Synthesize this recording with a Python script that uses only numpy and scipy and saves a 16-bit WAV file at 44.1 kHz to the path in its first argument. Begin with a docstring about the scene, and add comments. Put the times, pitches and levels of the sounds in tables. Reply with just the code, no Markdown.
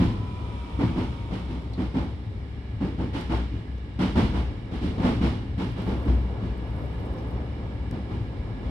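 """The car body booms over the roar, floor drone and hiss of a running train, heard from inside a car.
These are shaped noise beds that follow the rail roughness; boom and drone also follow the rail joints.
Wheels knock over the joints, mostly in pairs: decaying sines thump and a noise burst clatters.
A fuzzy resonant brake whine sinks and fades at the start; then the wheels ring faintly as noise resonances.
Noise ticks, sine lurches and buzzing fittings come singly; late on, faint dense snaps crackle at right
over a fine sizzle."""
import sys
import numpy as np
from scipy import signal
from scipy.fft import rfft, irfft, next_fast_len
from scipy.io import wavfile
from scipy.ndimage import uniform_filter1d

SR = 44100
rng = np.random.default_rng(int(sys.argv[2]) if len(sys.argv) > 2 else 0)


def to_wav(s):
    """Save 16-bit WAV."""
    ch = np.atleast_2d(s).T  # columns
    pcm = np.round(np.clip(ch, -1, 1) * 32767)  # PCM
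    wavfile.write(sys.argv[1], SR, pcm.astype(np.int16))


N = 383669


def gain_of(db):
    """Turns decibels into an amplitude factor."""
    return 10 ** (np.asarray(db) / 20)


def evened(x):
    """Scales to rms 1."""
    return x / np.sqrt(np.mean(x ** 2) + 1e-20)


def read(points, hz):
    """Reads a table on a log-frequency axis."""
    f, value = np.transpose(points)
    return np.interp(np.log(hz + 1), np.log(f + 1), value)


def follow(rows):
    """Draws the columns of a curve table sample by sample."""
    s, *columns = np.transpose(rows)
    return [np.interp(np.arange(N) / SR, s, column) for column in columns]


def add(mix, s, sound):
    """Mixes a stereo sound in at time s, which may lie before the start."""
    at = round(s * SR)
    sound = sound[:, max(-at, 0):]
    part = mix[:, max(at, 0):][:, :sound.shape[1]]
    part += sound[:, :part.shape[1]]


def colour(x, shape):
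    """Filters by a spectrum table."""
    size = next_fast_len(x.shape[-1])
    gains = gain_of(read(shape, np.fft.rfftfreq(size, 1 / SR)))
    return irfft(rfft(x, size) * gains, size)[..., :x.shape[-1]]


# likeness of left and right: f/Hz, correlation
LIKENESS = [(60, 0.99), (110, 0.98), (220, 0.96), (410, 0.73), (790, 0.53), (1500, 0.093), (2860, -0.1),
            (5440, 0.085)]
# stereo lean: f/Hz, left over right level/dB
STEREO_LEAN = [(60, 2), (110, 2), (270, -2), (730, 1), (1210, -2), (2000, -3), (3300, -6), (5400, 5),
               (8500, 8.5), (12000, -3.5)]
LEFT_LEAD_S = 0.00016  # the left microphone hears the car first


def diffuse(size):
    """Spectrum of a diffuse field at two microphones: alike in the bass, unrelated in the treble."""
    hz = np.fft.rfftfreq(size, 1 / SR)
    left, other = rfft(rng.standard_normal((2, size)))
    same = np.clip(read(LIKENESS, hz), -1, 1)
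    right = same * left + np.sqrt(1 - same ** 2) * other
    right = right * np.exp(-2j * np.pi * hz * LEFT_LEAD_S)
    lean = gain_of(read(STEREO_LEAN, hz) / 2)
    return hz, np.array([left * lean, right / lean])


def wash(shape):
    """Diffuse noise of a given spectrum, rms 1."""
    size = next_fast_len(N)
    hz, z = diffuse(size)
    return evened(irfft(z * gain_of(read(shape, hz)), size)[:, :N])


def steadied(x, span_s):
    """Evens out swells slower than span_s, bringing the level close to rms 1."""
    size = max(int(span_s * SR), 2)
    power = uniform_filter1d(uniform_filter1d((x ** 2).mean(0), size), size)
    return x / np.sqrt(abs(power) + 1e-9)


def resonate(x, hz, width):
    """A steep two-pole resonance that follows the pitch hz, rms 1."""
    turn = np.exp(2j * np.pi * np.cumsum(hz * np.ones(N)) / SR)
    r = np.exp(-np.pi * width * np.sqrt(2) / SR)
    # shift the pitch down to zero, low-pass, shift back up
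    around_zero = signal.lfilter([1], [1, -2 * r, r * r], x / turn)
    return evened((turn * around_zero).real)


def waver(top_hz=9):
    """Slow irregular wavering from 2 Hz to top_hz, rms 1."""
    t = np.arange(0, N, 2 ** 8) / SR
    slow = sum(np.sin(2 * np.pi * (f * t + rng.random())) for f in np.geomspace(2, top_hz, 20))
    return evened(np.interp(np.arange(N) / SR, t, slow))


# single wheels over rail joints, before the trims in joints():
# t/s, thump level/dB, middle clang level/dB, high clatter level/dB
WHEEL_BLOWS = [(-0.015, -14.5, -34, -44.5), (0.79, -16, -33.5, -48), (0.96, -20.5, -36, -48.5),
               (1.308, -24, -40, -50.5), (1.481, -27, -46, -55), (1.776, -20.5, -39.5, -52),
               (1.941, -19, -35.5, -50), (2.804, -19, -39.5, -53), (2.981, -20.5, -39.5, -54),
               (3.131, -24, -36, -45.5), (3.295, -20.5, -32.5, -46), (3.519, -29, -54, -61),
               (3.989, -16.5, -31.5, -42), (4.155, -13, -29, -40.5), (4.334, -23.5, -35.5, -48.5),
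               (4.713, -25.5, -43, -51.5), (4.816, -19.5, -43.5, -48), (4.978, -19, -36.5, -50),
               (5.031, -14, -29.5, -42.5), (5.211, -16, -32.5, -43.5), (5.577, -22, -37, -47.5),
               (5.761, -25.5, -42, -52), (5.865, -18, -37.5, -51), (6.052, -19.5, -39.5, -53),
               (6.41, -26.5, -46, -58), (7.91, -25.5, -46.5, -59), (8.092, -27, -43.5, -58),
               (8.629, -31, -47, -61)]
SHAKE_RISE_S, SHAKE_T60_S = 0.035, 1.38


def shaking():
    """Each wheel's thump feeds the car body, which swings up quickly and settles slowly."""
    power, t = np.zeros(N), np.arange(N) / SR
    for s, thump_db, _, _ in WHEEL_BLOWS:
        age = np.maximum(t - s, 0)
        swing = (1 - np.exp(-age / SHAKE_RISE_S)) * gain_of(thump_db - 60 * age / SHAKE_T60_S)
        power += swing ** 2
    return np.sqrt(power)


# rail roughness under the wheels: t/s, level/dB
ROUGHNESS = [(0, 0), (1.8, -3), (2.25, -5.5), (3.9, -6), (4.7, -0.5), (5.15, 5), (5.55, -4), (6.05, 6.5),
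             (6.55, 3), (7.2, 6.5), (7.8, 1.5), (8.3, 0.5), (8.7, 4)]
# spectra of the four running beds: f/Hz, relative level/dB
BOOM_SPECTRUM = [(12, -42), (24, -64), (33, -56), (45, -1), (55, -9.5), (62, 8), (69, 0.5), (90, -8),
                 (107, 0.5), (122, -6.5), (160, -26), (260, -41), (1000, -110)]
DRONE_SPECTRUM = [(30, -76), (80, -24), (135, -1.5), (185, 3.5), (225, -0.5), (290, -1), (350, -8),
                  (440, -9), (700, -60), (3000, -100)]
ROAR_SPECTRUM = [(60, -49), (230, 4), (400, 4.5), (540, 4), (650, -1.5), (880, -0.5), (1100, -6),
                 (1500, -13), (2500, -77), (8000, -91)]
HISS_SPECTRUM = [(600, 9.5), (1300, 7), (1530, 3), (2000, 8.5), (2550, 1), (3200, 2), (3800, 2.5),
                 (4400, -3.5), (5400, -5.5), (6400, -21), (7500, -15.5), (9500, -23), (11000, -15.5),
                 (11800, -42), (15000, -37)]
# response to the track: level/dB at 0 dB roughness, gain per roughness (dB/dB), shaking over thump level/dB
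BOOM_RESPONSE = (-32.5, 0.26, -10.5)
DRONE_RESPONSE = (-41, 0.46, -19.5)
ROAR_DB, HISS_DB, HISS_PER_DB = -46.5, -52, 0.21  # at 0 dB roughness; dB per dB of roughness


def running(uneven_db=1.04, sway_db=1.5):
    """Rough rails roar and hiss; they and the joints make the car body boom and the floor drone."""
    rough_db, = follow(ROUGHNESS)
    shake = shaking()

    def level(response):
        """Adds the powers of rolling and joint shaking."""
        db, slope, shake_db = response
        return np.hypot(gain_of(db + slope * rough_db), gain_of(shake_db) * shake)

    boom = level(BOOM_RESPONSE) * gain_of(sway_db * waver()) * steadied(wash(BOOM_SPECTRUM), span_s=0.17)
    drone = level(DRONE_RESPONSE) * steadied(wash(DRONE_SPECTRUM), span_s=0.14)
    roar = gain_of(ROAR_DB + rough_db + uneven_db * waver()) * wash(ROAR_SPECTRUM)
    hiss = gain_of(HISS_DB + HISS_PER_DB * rough_db) * wash(HISS_SPECTRUM)
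    return boom + drone + roar + hiss


# brake tones: pitch ratio, width/Hz, relative level/dB
BRAKE_TONES = [(1.0, 21.7, 0.5), (1.311, 24, -8.5)]
# hiss around the whine: f/Hz, relative level/dB
WHINE_HISS_SPECTRUM = [(600, 7.5), (1200, 13), (1800, -5), (2500, 5.5), (3500, 5.5), (4400, -6.5),
                       (5400, -6), (6400, -14.5), (11000, -16.5), (12500, -31), (15000, -35)]
WHINE_FROM_HZ, WHINE_TO_HZ, WHINE_SINK_S = 1020, 917, 0.74  # the pitch sinks ever more slowly
WHINE_SAG_DB_PER_S, WHINE_END_S, WHINE_RELEASE_S = 3, 1.94, 0.64
WHINE_HISS_DB, WHINE_HISS_PEAK_S, WHINE_HISS_SPREAD_S = -49.5, 0.79, 0.91


def whine(level_db=-47, high_db=-57, high_ratio=2.41, high_width_hz=52):
    """Fuzzy brake tones sink and fade as the train slows; a high tone and a hiss swell and ebb."""
    t = np.arange(N) / SR
    hz = WHINE_TO_HZ + (WHINE_FROM_HZ - WHINE_TO_HZ) * np.exp(-t / WHINE_SINK_S)
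    release = np.clip((WHINE_END_S - t) / WHINE_RELEASE_S, 0, 1)
    level = gain_of(level_db - WHINE_SAG_DB_PER_S * t) * release
    swell = np.exp(-((t - WHINE_HISS_PEAK_S) / WHINE_HISS_SPREAD_S) ** 2)
    noise = irfft(diffuse(N)[1], N)
    main = sum(gain_of(db) * steadied(resonate(noise, hz * ratio, width), span_s=0.022)
               for ratio, width, db in BRAKE_TONES)
    high = gain_of(high_db) * steadied(resonate(noise, hz * high_ratio, high_width_hz), span_s=0.044)
    hiss = gain_of(WHINE_HISS_DB) * wash(WHINE_HISS_SPECTRUM)
    return level * main + swell * (high + hiss)


# floor and bogie modes that a blow rings: f/Hz, relative level/dB, t60/s
BOGIE_MODES = [(118, -12, 0.21), (139.7, -9.5, 0.31), (187.1, 5.5, 0.23), (247.2, -0.5, 0.47),
               (276.6, 4.5, 0.12), (308, -9.5, 0.058), (330.6, -3, 0.28), (440, -10, 0.048)]


def thump(t, bounce_s=0.014, bounce=0.59, touch=0.68):
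    """The wheel clips the rail end, lands on it and bounces; each blow rings the bogie. Peak 1."""
    out = np.zeros(len(t))
    for k, strength in enumerate([touch, 1, bounce, bounce ** 2]):
        age = np.maximum(t - k * bounce_s * rng.uniform(0.7504, 1.25), 0)
        for hz, db, t60 in BOGIE_MODES:
            amplitude = strength * rng.choice([-1, 1]) * gain_of(db - 60 * age / t60)
            out += amplitude * np.sin(2 * np.pi * hz * rng.uniform(0.97, 1.02) * age)
    return out / abs(out).max()


def chatter(t, gap_s=0.0204, depth=0.26, surge_s=0.0022, contact_s=0.00085, count=4):
    """The wheel lands within a short contact time and strikes again a few times: surges in the knock."""
    strikes_s = gap_s * np.cumsum(rng.uniform(0.62, 1.36, count))[:, None]
    ages = np.maximum(t - strikes_s, 0) / surge_s
    surges = ages ** 2 * np.exp(-ages) * 2 / np.sqrt(1 + np.arange(count))[:, None]
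    landing = 1 - np.exp(-(t / contact_s) ** 2)
    return landing * (1 + depth * surges.sum(0))


# knock spectrum before the zone trims: f/Hz, relative level/dB
KNOCK_SPECTRUM = [(50, -14), (90, 0.5), (140, -2), (200, -0.5), (330, -4), (620, -18), (900, -18.5),
                  (1500, -26), (2600, -30), (3300, -28), (4200, -31.5), (5300, -36), (6500, -46),
                  (10500, -49), (13000, -61), (15000, -96)]
# build-up of the knock: f/Hz, time constant/s
KNOCK_BUILD_UP = [(150, 0.0031), (400, 0.017), (1000, 0.005), (3000, 0.024), (9000, 0.07)]
# decay of the knock after its hold: f/Hz, t60/s
KNOCK_DECAY = [(100, 1), (300, 0.51), (900, 0.49), (3000, 0.68), (9000, 0.5)]
# wall and door resonances: f/Hz, width/Hz, lift level/dB
PANEL_MODES = [(700, 60, 0), (859, 21, 4.5), (1415, 31, 2.5), (2220, 340, 3.5), (2890, 110, 4.5)]


def clatter(t, levels_db, hold_s=0.043, direct=0.3):
    """Part of the knock arrives at once; the rest builds up in panels and cabin and dies away."""
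    hz, z = diffuse(len(t))
    ringing_db = sum(db / (1 + (2 * (hz - f) / width) ** 2) for f, width, db in PANEL_MODES)
    shape = gain_of(read(KNOCK_SPECTRUM, hz) + ringing_db)
    # each blow has its own strength in the low, middle and high zone
    trims = []
    for (lo, hi), db in zip([(150, 450), (500, 1500), (2000, 6000)], levels_db):
        own_db = 10 * np.log10(np.sum(shape[(hz > lo) & (hz < hi)] ** 2) / len(hz))
        trims.append((np.sqrt(lo * hi), db - own_db))
    z = z * shape * gain_of(read(trims, hz))
    # overlapping octave bands build up and die away at their own pace
    centres = np.geomspace(100, 12800, 8)
    out = np.zeros((2, len(t)))
    for centre, share in zip(centres, np.eye(len(centres))):
        band = irfft(z * np.interp(np.log(hz + 1), np.log(centres), share), len(t))
        rise = 1 - (1 - direct) * np.exp(-t / read(KNOCK_BUILD_UP, centre))
        decay = gain_of(-60 * np.maximum(t - hold_s, 0) / read(KNOCK_DECAY, centre))
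        out += band * rise * decay
    return out


def joints(body_db=-12.0, clang_db=-0.5, clatter_db=3.5):
    """Every wheel that crosses a joint gives a thump and its clatter."""
    out, t = np.zeros((2, N)), np.arange(2 ** 15) / SR
    for s, low, mid, high in WHEEL_BLOWS:
        zone_levels_db = (low + body_db, mid + clang_db, high + clatter_db)
        knock = chatter(t) * clatter(t, zone_levels_db)
        add(out, s, gain_of(low) * thump(t) + knock)
    return out


# single ticks: t/s, peak level/dB, left over right level/dB
TICK_EVENTS = [(0.2848, -55, 6), (1.6214, -48, 7), (1.7355, -41, 7), (3.2114, -36, 3.5), (3.7814, -51, 2.5),
               (7.912, -36, 10)]
# tick spectrum: f/Hz, relative level/dB
TICK_SPECTRUM = [(2000, -14), (4700, 8), (8000, 1), (11000, -4), (15000, -4)]


def ticks(decay_s=0.0011):
    """Small dry ticks close to the microphones: coloured noise that dies within milliseconds."""
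    out, t = np.zeros((2, N)), np.arange(2 ** 10) / SR
    for s, db, pan in TICK_EVENTS:
        tick = colour(rng.standard_normal((2, len(t))), TICK_SPECTRUM) * np.exp(-t / decay_s)
        sides = gain_of([[pan / 2], [-pan / 2]])
        add(out, s, gain_of(db) * sides / sides.mean() * tick / abs(tick).max())
    return out


# the car body drops on its springs: t/s, level/dB
BODY_DROPS = [(1.312, -25), (3.3, -24), (4.336, -16.5), (6.075, -11)]
LURCH_HZ, LURCH_T60_S = 61.4, 1


def lurch(rise_s=0.024):
    """A heavy jolt sets the lowest mode of the car body booming, as a decaying sine."""
    out, t = np.zeros((2, N)), np.arange(SR) / SR
    sides = gain_of(read(STEREO_LEAN, LURCH_HZ) * np.array([[0.5], [-0.5]]))
    for s, db in BODY_DROPS:
        envelope = (1 - np.exp(-t / rise_s)) * gain_of(db - 60 * t / LURCH_T60_S)
        add(out, s, sides * envelope * np.sin(2 * np.pi * LURCH_HZ * t))
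    return out


# loose fittings: t/s, f/Hz, width/Hz, level/dB
LOOSE_FITTINGS = [(1.732, 4150, 706, -47.5), (7.178, 5200, 900, -58)]


def rattles(rise_s=0.0026, t60_s=0.14):
    """Loose metal fittings buzz for a moment: resonant noise with a quick rise and decay."""
    out, t = np.zeros((2, N)), np.arange(2 ** 13) / SR
    for s, hz, width, db in LOOSE_FITTINGS:
        buzz = resonate(rng.standard_normal((2, N)), hz, width)[:, :len(t)]
        add(out, s, buzz * (1 - np.exp(-t / rise_s)) * gain_of(db - 60 * t / t60_s))
    return out


# resonances of the rolling wheels: f/Hz, width/Hz, level/dB at 0 dB roughness
WHEEL_MODES = [(855, 30, -67.5), (1683, 72, -60), (2277, 154, -61), (2866, 140, -64)]
WHEEL_SWELL_S, WHEEL_PER_DB = 0.63, 0.23  # rise once the whine has ended; dB per dB of roughness


def wheel_ring():
    """Rolling keeps the wheels singing softly, more so on rough rails."""
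    rough_db, = follow(ROUGHNESS)
    swell = np.clip((np.arange(N) / SR - WHINE_END_S) / WHEEL_SWELL_S, 0, 1)
    noise = irfft(diffuse(N)[1], N)
    ring = sum(gain_of(db) * resonate(noise, hz, width) for hz, width, db in WHEEL_MODES)
    return swell * gain_of(WHEEL_PER_DB * rough_db) * ring


# spells of crackle: start t/s, length t/s, snaps per s at the height
CRACKLE_SPELLS = [(5.55, 0.83, 130), (6.5, 0.92, 130), (7.5, 1, 7)]
# snap and sizzle spectrum: f/Hz, relative level/dB
SNAP_SPECTRUM = [(4000, -22), (7000, -2), (9000, 10), (11000, 3), (14000, 6), (15500, -14)]


def crackle(level_db=-51, spread_db=14, sizzle_db=-52, decay_s=0.0003):
    """Faint, thin snaps of uneven size over a fine sizzle on the right, in spells that swell and ebb."""
    t = np.arange(N) / SR
    rate = sum(top * np.sin(np.pi * np.clip((t - s) / length, 0, 1)) for s, length, top in CRACKLE_SPELLS)
    chance = rate / SR  # of a snap at each sample
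    sizes = (rng.random(N) < chance) * gain_of(level_db - spread_db * rng.random(N))
    snaps = signal.lfilter([1], [1, -np.exp(-1 / (decay_s * SR))], sizes)
    sizzle = gain_of(sizzle_db) * np.sqrt(abs(chance))
    right = colour((snaps + sizzle) * rng.standard_normal(N), SNAP_SPECTRUM)
    return np.array([np.zeros(N), right])


def scene():
    """Everything heard inside the car."""
    return running() + whine() + joints() + ticks() + lurch() + rattles() + wheel_ring() + crackle()


def record(dry, edge_hz=15100):
    """The recorder's band limit: a steep low-pass."""
    low_pass = signal.firwin(511, edge_hz, window=("kaiser", 9), fs=SR)
    return signal.oaconvolve(dry, low_pass[None], "same")


dry = scene()
out = record(dry)
to_wav(out)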